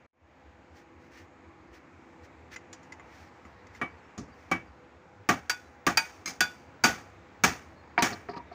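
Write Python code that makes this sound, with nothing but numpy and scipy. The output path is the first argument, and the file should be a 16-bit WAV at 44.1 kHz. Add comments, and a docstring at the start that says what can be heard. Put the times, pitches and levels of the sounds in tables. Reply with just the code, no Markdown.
"""Hard blows thud and ring in a smith's yard; between them come clanks, wooden knocks, light ticks and scuffs.
Behind lie an outdoor murmur, a slow far engine and faint birds; the phone mutes briefly near the start.
A blade clamped in a bench vise gets its handle driven on with another blade, under a roof edge.
Hits are shaped noise for the shaking vise and bench, plus fading sine waves for the ringing metal or wood.
The murmur, scuffs and rattles are shaped noise; the engine puffs and bird chirps are short tones."""
import sys
import numpy as np
from scipy import signal
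from scipy.fft import rfft, irfft, next_fast_len
from scipy.io import wavfile
from scipy.ndimage import uniform_filter1d

SR = 44100
rng = np.random.default_rng(int(sys.argv[2]) if len(sys.argv) > 2 else 0)


def bounce(signal):
    """Save signal as a 16-bit WAV file at the path given by the first command-line argument."""
    frames = np.transpose(np.atleast_2d(signal))
    limited = np.clip(frames, -1, 1)
    pcm = np.round(limited * 32767).astype(np.int16)
    wavfile.write(sys.argv[1], SR, pcm)


def rack_gain(trim_db):
    """Turn a fader trim in dB into the linear factor to multiply a signal by."""
    fader = np.asarray(trim_db, float)
    return 10 ** (fader / 20)


N = 376613
TIME = np.arange(N) / SR
# middles of the third-octave bands, in Hz
CENTRES = 45 * 2 ** np.arange(0, 8.6, 1 / 3)

# Outdoor murmur colour. Each row: frequency in Hz, relative strength in dB per Hz.
MURMUR_COLOUR = [(25, -19), (45, -18.5), (70, 4.5), (114, -3.5), (339, -6), (600, -8), (850, -6.5),
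                 (1100, -9), (2300, -14), (3100, -25.5), (5500, -32), (7600, -35.5), (8600, -49.5),
                 (16500, -63.5)]
# Narrow hums in the murmur. Each row: frequency in Hz, width in Hz, level in dB before it wavers.
MURMUR_HUMS = [(263.7, 43, -66), (333.8, 48, -64), (499.4, 18, -65.5), (559, 8, -77), (819.4, 13, -67.5),
               (6650, 250, -87)]
# Murmur level without the hums. Each row: time in seconds, level in dB.
MURMUR_LEVEL = [(0, -51), (1, -53), (3, -53.5), (5, -54.5), (7, -53), (8.6, -52)]
# Far birds. Each row: start in seconds, length in seconds, first pitch in Hz, last pitch in Hz, level in dB.
BIRD_CHIRPS = [(3.575, .055, 4100, 3650, -74), (3.87, .09, 4450, 4930, -77), (3.97, .04, 4700, 4100, -73),
               (4.02, .07, 5350, 5500, -76), (4.316, .03, 4700, 4700, -68), (4.66, .04, 4900, 4600, -73),
               (5.63, .07, 4000, 3950, -73), (7.76, .07, 4340, 4210, -71), (8.46, .06, 3950, 3450, -71)]
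# Feet and cloth. Each row: middle in seconds, half length in seconds, level in dB.
SCUFF_TIMES = [(.78, .04, -60), (1.04, 0.039, -64), (1.18, 0.05, -50.5), (1.76, 0.03, -56.5),
               (2.25, 0.017, -56), (2.525, 0.013, -50), (2.545, 0.011, -48), (2.85, 0.03, -67),
               (3.18, 0.09, -55), (3.45, 0.081, -67), (3.77, 0.039, -60), (4.44, 0.1, -61)]
# Scuff colour. Each row: frequency in Hz, relative strength in dB per Hz.
SCUFF_TONE = [(600, -30), (1000, -11), (1800, 2.5), (3500, -12), (6000, -10.5), (8500, -26.5),
              (12000, -32.5), (16500, -39)]
# A loose metal collar rattles on the handle. Each row: middle in seconds, half length in seconds, level in dB.
RATTLE_TIMES = [(7.992, 0.0075, -34), (8.008, 0.0081, -40), (8.135, .01, -45), (8.3, 0.0089, -49),
                (8.32, 0.0063, -55), (8.34, 0.0056, -54), (8.373, 0.012, -49.5), (8.533, 0.0087, -57)]

# In the hit tables, thud, edge and ring are in dB over the knock. 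Shake t60 is the time to fade by 60 dB.
# Node pitch: the bending wave of this pitch stands still where the hit lands, so the hit hardly rings it.
# Small touches on the vise jaws. Each row: start in seconds, knock in dB, bench thud in dB,
# steel edge in dB, node pitch in Hz.
JAW_TICKS = [(2.560, -35.5, -22, -7.5, 500), (2.729, -41, -18, 3, 2050), (2.83, -58, -11, 1.5, 2050),
             (2.922, -41.5, -26, -5, 500), (2.996, -42, -8.5, -29, 7000), (3.451, -49, 6.5, -27, 6700),
             (3.668, -57, -4, 1.5, 7000), (3.749, -49.5, -14, -14, 500), (4.178, -43, 18, 4, 2050),
             (4.284, -56, 11, -31, 7000)]
# Wooden handle knocked about. Each row: start in seconds, knock in dB, bench thud in dB,
# handle ring in dB, node pitch in Hz.
HANDLE_KNOCKS = [(7.978, -10, -18.5, -10, 1390), (8.119, -40.5, 4, 6.5, 950), (8.287, -37, 1, 8.5, 950),
                 (8.334, -43, -7, 9.5, 706), (8.364, -37, 3, 1.5, 706), (8.514, -49, 4, 10.5, 950)]
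# The vise bar drops against its stop. Each row: start in seconds, knock in dB, steel edge in dB.
BAR_DROPS = [(3.814, -22.5, -24.5), (4.514, -17, -16.5)]
# Blade hits the handle. Each row: start in seconds, knock in dB, shake t60 in seconds,
# blade ring in dB, node pitch in Hz.
BLADE_BLOWS = [(5.289, -11.5, .2, -19, 4700), (5.496, -18.5, .11, -5.5, 1054),
               (5.866, -13, .2, -16.5, 4700), (5.972, -10.5, .09, -6.5, 1300),
               (6.406, -14, 0.14, -2.5, 995), (6.838, -13, .29, -2, 2900), (7.437, -12.5, .26, -11, 1550),
               (8.023, -15.5, .28, -11.5, 1500)]

# The pitches (modes) at which each object rings when hit.
# Vise jaws. Each row: pitch in Hz, level in dB, t60 in seconds.
JAW_MODES = [(500, 0, 0.24), (2050, 12, .05), (7000, 9.5, 0.062), (7440, -18, .05), (10060, -32, 0.043)]
# Wooden handle. Each row: pitch in Hz, level in dB, t60 in seconds.
HANDLE_MODES = [(404, -6, 0.11), (706, 8, 0.076), (950, 3.5, 0.17), (1272, -10, .07), (1810, -10, 0.044)]
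# Metal collar. Each row: pitch in Hz, level in dB, t60 in seconds.
COLLAR_MODES = [(2130, -3.5, 0.18), (2318, 4.5, 0.094), (4100, -4.5, .1), (5040, -8, 0.14),
                (5350, -9.5, 0.09), (6420, 1, 0.11), (7740, -11.5, 0.097)]
# Vise bar. Each row: pitch in Hz, level in dB, t60 in seconds.
BAR_MODES = [(2280, 4.5, 0.16), (3044, -18, 0.18), (4560, -21, .1), (8775, -43, .13), (10100, -26, 0.1)]
# Striking blade. Each row: pitch in Hz, level in dB, t60 in seconds.
BLADE_MODES = [(904, -5, .15), (1470, 2, .2), (1630, -1, .12), (2282, -12, .2), (2482, -7, .22),
               (3472, -15.5, .24), (4680, 0, .12), (4720, -30, .5), (5405, -23, .2), (6094, -22, .22),
               (7101, -18, .13), (7780, -29, .15), (8780, -26, .25), (11560, -33, .25), (14200, -30, .2)]
# Vise body. Each row: pitch in Hz, level in dB, t60 in seconds.
VISE_MODES = [(175, -9, 0.19), (258.4, -6.5, 0.16), (333, -9, 0.2), (706, -7.5, 0.14), (775, -13, .2),
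              (1121, -5.5, 0.14), (1185, -2.5, 0.13), (1292, -4, 0.076)]

# Resonances of vise and bench. Each row: frequency in Hz, width in Hz, boost in dB.
BENCH_PEAKS = [(415, 69, 3), (1197, 210, 2), (2300, 43, 10), (6240, 250, 4), (6800, 310, 3.5),
               (8750, 41, 9), (11600, 150, 1.5)]
# Overall colour of the shaking. Each row: frequency in Hz, relative strength in dB per Hz.
SHAKE_COLOUR = [(24, -39.5), (40, -11.5), (172, -5.5), (536, -6.5), (802, -1.5), (910, -5.5), (1140, -6),
                (1430, -2.5), (2250, -4.5), (3830, -16.5), (6180, -13), (9240, -32.5), (14900, -42.5),
                (16500, -45.5)]
# How long each pitch shakes. Each row: frequency in Hz, factor on the shake t60.
SHAKE_LENGTH = [(60, 1.48), (250, 1.07), (1200, 1), (4000, 0.82), (15000, 0.78)]

# the far engine: middle pitch of a puff, strokes per second, first stroke, overall rms level
THROB_PITCH_HZ, THROB_HZ, THROB_FIRST_S, THROB_DB = 80.6, 4.024, .24, -60.5
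RATTLE_HZ, RATTLE_WIDTH_HZ = 4600, 1100
# the first crack of a hit, and the faint longer tail under the roof, both beside the main shaking
CRACK_DB, CRACK_T60_S = -5, 0.026
ROOF_DB, ROOF_T60_S = -26, 0.62
# the loose collar is nudged and bounces, each time weaker by BOUNCE_DB
COLLAR_S, COLLAR_DB, BOUNCE_S, BOUNCE_DB = 6.258, -35.5, .017, -4.5
# a firm blow shakes long and thuds in the bench, a glancing one loses thud as it shortens
FIRM_T60_S, FIRM_THUD_DB, THUD_DB_PER_S = 0.18, -7, 239
# the most edge a blow can have; a dead blow, which rings little, has less
BLOW_EDGE_DB, EDGE_OVER_RING_DB = -3.5, 8
# start-up of the phone: muted for a moment, then it fades in; the other levels are on top of GAIN_DB
MUTE_FROM_S, MUTE_TO_S, FADE_S = .064, .131, 0.091
GAIN_DB, EARLY_DB, MUTE_DB, FADE_DB = -2, -2.5, -46, -24
MIC_PEAK_HZ, MIC_WIDTH_HZ, MIC_PEAK_DB, MIC_LOW_HZ, TOP_HZ = 14870, 970, 17.5, 47.2, 15650


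def curve(rows):
    """Straight lines through (time, value) rows."""
    return np.interp(TIME, *np.transpose(rows))


def by_hz(rows, hz):
    """Straight lines through (Hz, value) rows on a log-frequency axis."""
    f, value = np.transpose(rows)
    return np.interp(np.log(np.maximum(hz, 1)), np.log(f), value)


def unit(x):
    """Scale to an rms (a kind of average size) of 1."""
    return x / np.sqrt(np.mean(x ** 2))


def resonance(hz, centre, width):
    """One smooth hump of height 1 along the frequency axis."""
    return 1 / (1 + (2 * (hz - centre) / width) ** 2)


def noise(gain_at):
    """Random hiss with the gain gain_at(Hz)."""
    size = next_fast_len(N)
    hz = np.arange(size // 2 + 1) * SR / size
    return irfft(rfft(rng.standard_normal(size)) * gain_at(hz), size)[:N]


def bands(colour, peaks=(), patchy_db=0.):
    """Coloured noise split into third octaves that add up to the whole."""
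    size = next_fast_len(N)
    hz = np.arange(size // 2 + 1) * SR / size
    db = by_hz(colour, hz) + sum(boost * resonance(hz, f, width) for f, width, boost in peaks)
    # many small unnamed resonances, about 40 Hz apart
    db = db + patchy_db * np.interp(hz, 40 * np.arange(600), rng.standard_normal(600))
    whole = rfft(rng.standard_normal(size)) * rack_gain(db)
    # position counted in bands, so neighbouring bands cross-fade
    place = 3 * np.log2(np.clip(hz, CENTRES[0], CENTRES[-1]) / CENTRES[0])
    return np.array([irfft(whole * np.clip(1 - abs(place - k), 0, 1), size)[:N]
                     for k in range(len(CENTRES))])


def walk(rate, size=N):
    """Random levels, each held for 1 / rate seconds and smoothed twice; their spread is near 1."""
    hold = int(SR / rate)
    steps = np.repeat(rng.standard_normal(size // hold + 1), hold)
    return 1.37 * uniform_filter1d(uniform_filter1d(steps, hold), hold)[:size]


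def swells(rows):
    """Bell-shaped level bumps."""
    return sum(rack_gain(db) * np.exp(-((TIME - s) / half) ** 2) for s, half, db in rows)


def murmur():
    """Outdoor noise: bands swell together and flicker alone; a few narrow hums waver in them."""
    swell = walk(0.66)
    air = unit(sum(rack_gain(2.1 * swell + 1.2 * walk(6)) * band for band in bands(MURMUR_COLOUR)))
    hums = np.zeros(N)
    for f, width, db in MURMUR_HUMS:
        level = rack_gain(db + 2.1 * walk(2.615))
        hums += level * unit(noise(lambda hz: resonance(hz, f, width)))
    return rack_gain(curve(MURMUR_LEVEL)) * air + hums


def engine():
    """One low puff per stroke: it swells for a few cycles and stops short."""
    count = int(N / SR * THROB_HZ) + 2
    luck = rng.standard_normal((count, 3))
    stroke = np.round((TIME - THROB_FIRST_S) * THROB_HZ).astype(int) + 1
    # time from the peak of the puff, which comes slightly early or late
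    t = TIME - THROB_FIRST_S - (stroke - 1) / THROB_HZ - .008 * luck[stroke, 0]
    swell = np.exp(-(t / np.where(t < 0, .035, .018)) ** 2)
    pitch_hz = THROB_PITCH_HZ * (1 + 0.12 * luck[stroke, 1])
    puff = swell * np.sin(2 * np.pi * pitch_hz * t)
    return rack_gain(THROB_DB) * unit(rack_gain(1.2 * luck[stroke, 2]) * puff)


def birds():
    """Short whistles whose pitch glides evenly."""
    out = np.zeros(N)
    for s, length, start_hz, end_hz, db in BIRD_CHIRPS:
        t = TIME[:int(length * SR)]
        phase = 2 * np.pi * (start_hz * t + (end_hz - start_hz) * t ** 2 / (2 * length))
        start = int(s * SR)
        out[start:start + len(t)] += rack_gain(db) * np.sqrt(2) * np.sin(np.pi * t / length) * np.sin(phase)
    return out


def scuffs():
    """Grit under feet and rubbing cloth: grainy hiss."""
    grain = rack_gain(1.0 * walk(200) + 2.3 * walk(45))
    hiss = noise(lambda hz: rack_gain(by_hz(SCUFF_TONE, hz)))
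    return swells(SCUFF_TIMES) * unit(grain * hiss)


def rattles():
    """Quick chatter of metal heard through one short resonance."""
    tone = noise(lambda hz: resonance(hz, RATTLE_HZ, RATTLE_WIDTH_HZ))
    return swells(RATTLE_TIMES) * unit(rack_gain(2.7 * walk(300)) * tone)


def bench_shake():
    """Loose parts rattle, so the shaking comes in uneven grains, most of all in the treble."""
    shake = bands(SHAKE_COLOUR, BENCH_PEAKS, patchy_db=2.5)
    return shake * rack_gain(np.clip(CENTRES / 900, 0, 1)[:, None] * 1.3 * walk(300))


def ringing(modes, share, luck, waver, span):
    """Fading sine waves, each with its own share, starting phase and wobble."""
    hz, db, t60 = (column[:, None] for column in np.transpose(modes))
    level = share * waver * rack_gain(db + luck[0] - 60 * span / t60)
    return np.sum(level * np.sin(2 * np.pi * hz * span + 2 * luck[1]), axis=0)


def hits(rows, modes, shake, chatter_s, waver_db, waver_hz, top_db, dull=0.):
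    """Each hit shakes vise and bench band by band and rings one object.
    Each row: start in seconds, knock, thud, edge and ring in dB, t60 in seconds, node pitch in Hz."""
    out = np.zeros(N)
    centre = CENTRES[:, None]
    power = np.mean(shake ** 2, axis=1)
    low, mid, high = (10 * np.log10(power[(CENTRES > a) & (CENTRES < b)].sum())
                      for a, b in [(100, 450), (700, 3000), (4000, 9000)])
    hz = np.transpose(modes)[0][:, None]
    own, total = len(modes), len(modes) + len(VISE_MODES)
    luck = rng.standard_normal((len(rows), 2, total, 1))
    for (s, db, thud_db, edge_db, ring_db, t60, node_hz), chance in zip(rows, luck):
        start = int(s * SR)
        span = TIME[:min(int((.25 + 1.6 * t60) * SR), N - start)]
        now = slice(start, start + len(span))
        # the object is held by hand, so each mode wavers while it fades
        waver = rack_gain(waver_db * np.array([walk(waver_hz, len(span)) for _ in range(total)]))

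        # thud sets the lows and edge the highs; with dull > 0 a hit that lacks edge also lacks upper mids
        treble = edge_db - high
        tilt = by_hz([(300, thud_db - low), (900, -mid), (2600, dull * (edge_db + 4) - mid),
                      (5000, treble), (7500, treble), (11000, treble + top_db)], CENTRES)[:, None]
        # the bass needs a cycle or so to build
        rise = 1 - np.exp(-span / (0.00023 + 0.77 / centre))
        # a crack leads, stronger in the top bands; the roof keeps a faint, longer tail
        crack = rack_gain(CRACK_DB + 7.6 * (centre > 8000)) * rack_gain(-60 * span / CRACK_T60_S)
        fall = rack_gain(-60 * span / (t60 * by_hz(SHAKE_LENGTH, CENTRES)[:, None]))
        roof = rack_gain(ROOF_DB - 60 * span / ROOF_T60_S)
        body = np.sum(rack_gain(tilt) * rise * (crack + fall + roof) * shake[:, now], axis=0)

        # bending waves shorten with the root of pitch, which places their still points
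        share = np.maximum(abs(np.cos(3 * np.pi / 2 * np.sqrt(hz / node_hz))), .15)
        # the contact chatters, so the modes swell in
        ring = (1 - np.exp(-span / chatter_s)) * ringing(modes, share, chance[:, :own], waver[:own], span)
        vise = ringing(VISE_MODES, 1.15, chance[:, own:], waver[own:], span)
        vise = (1 - np.exp(-span / 0.0027)) * vise
        # the vise rings as far as the hit goes down into the bench
        out[now] += rack_gain(db) * (rack_gain(-8.5) * body + rack_gain(ring_db) * ring + rack_gain(min(thud_db, 0)) * vise)
    return out


def ticks(shake, ring_db=-9, t60=.085, t60_per_db=.007):
    """Light touches on the jaws; those that reach the bench last longer."""
    rows = [(s, db, thud_db, edge_db, ring_db, t60 + t60_per_db * max(thud_db, 0), node_hz)
            for s, db, thud_db, edge_db, node_hz in JAW_TICKS]
    return hits(rows, JAW_MODES, shake, chatter_s=0.00077, waver_db=2.0, waver_hz=95, top_db=-11)


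def wood_knocks(shake, edge_db=-36, t60=.1):
    """Wood is soft: little edge, short shake."""
    rows = [(s, db, thud_db, edge_db, ring_db, t60, node_hz)
            for s, db, thud_db, ring_db, node_hz in HANDLE_KNOCKS]
    return hits(rows, HANDLE_MODES, shake, chatter_s=0.0029, waver_db=3.5, waver_hz=160, top_db=-8.5)


def collar_bumps(shake, thud_db=-5.5, edge_db=2.5, ring_db=5.5, t60=.21, node_hz=3200, count=3):
    """One nudge of the loose collar and its fading bounces."""
    rows = [(COLLAR_S + k * BOUNCE_S, COLLAR_DB + k * BOUNCE_DB, thud_db, edge_db, ring_db, t60, node_hz)
            for k in range(count)]
    return hits(rows, COLLAR_MODES, shake, chatter_s=0.00074, waver_db=3.5, waver_hz=121, top_db=1.5)


def bar_clanks(shake, thud_db=-5.5, ring_db=-0.5, t60=.17, node_hz=500):
    """The vise bar always lands on the same spot, so its node pitch stays the same."""
    rows = [(s, db, thud_db, edge_db, ring_db, t60, node_hz) for s, db, edge_db in BAR_DROPS]
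    return hits(rows, BAR_MODES, shake, chatter_s=0.016, waver_db=2.0, waver_hz=95, top_db=2.5)


def blows(shake):
    """Thud follows how long the blow shakes the bench, edge follows how freely the blade rings."""
    rows = []
    for s, db, t60, ring_db, node_hz in BLADE_BLOWS:
        thud_db = FIRM_THUD_DB - THUD_DB_PER_S * max(FIRM_T60_S - t60, 0)
        edge_db = min(BLOW_EDGE_DB, ring_db + EDGE_OVER_RING_DB)
        rows.append((s, db, thud_db, edge_db, ring_db, t60, node_hz))
    return hits(rows, BLADE_MODES, shake, chatter_s=.001, waver_db=3.0, waver_hz=95, top_db=4.0, dull=.4)


def scene():
    """All sources at one microphone."""
    shake = bench_shake()
    struck = blows(shake) + bar_clanks(shake) + collar_bumps(shake) + wood_knocks(shake) + ticks(shake)
    return (struck + scuffs() + rattles() + murmur() + birds() + engine())[None]


def start_up():
    """Phone gain in dB: a little low, muted, then rising to full."""
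    fade = FADE_DB * np.exp(-np.maximum(TIME - MUTE_TO_S, 0) / FADE_S)
    muted_then_fade = np.where(TIME < MUTE_TO_S, MUTE_DB, fade)
    return GAIN_DB + np.where(TIME < MUTE_FROM_S, EARLY_DB, muted_then_fade)


def band_limit(x):
    """A steep low-pass at the top of the band."""
    return signal.sosfilt(signal.butter(12, 16830, fs=SR, output="sos"), x)


def record(dry):
    """The microphone port resonates high up; the phone cuts both ends, mutes and fades in, rounds peaks."""
    size = next_fast_len(N)
    hz = np.arange(size // 2 + 1) * SR / size
    port_db = MIC_PEAK_DB * np.exp(-(2 * (hz - MIC_PEAK_HZ) / MIC_WIDTH_HZ) ** 2)
    top_cut_db = -16 * (hz > TOP_HZ)
    low_cut = 1 / (1 + (MIC_LOW_HZ / (hz + 1)) ** 4)
    heard = irfft(rfft(dry, size) * rack_gain(port_db + top_cut_db) * low_cut, size)[:, :N]
    # smooth the steps in gain over 130 samples
    gain = uniform_filter1d(rack_gain(start_up()), size=130)
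    finished = np.tanh(1.137 * heard * gain) / 1.107
    return band_limit(finished)


dry = scene()
out = record(dry)
bounce(out)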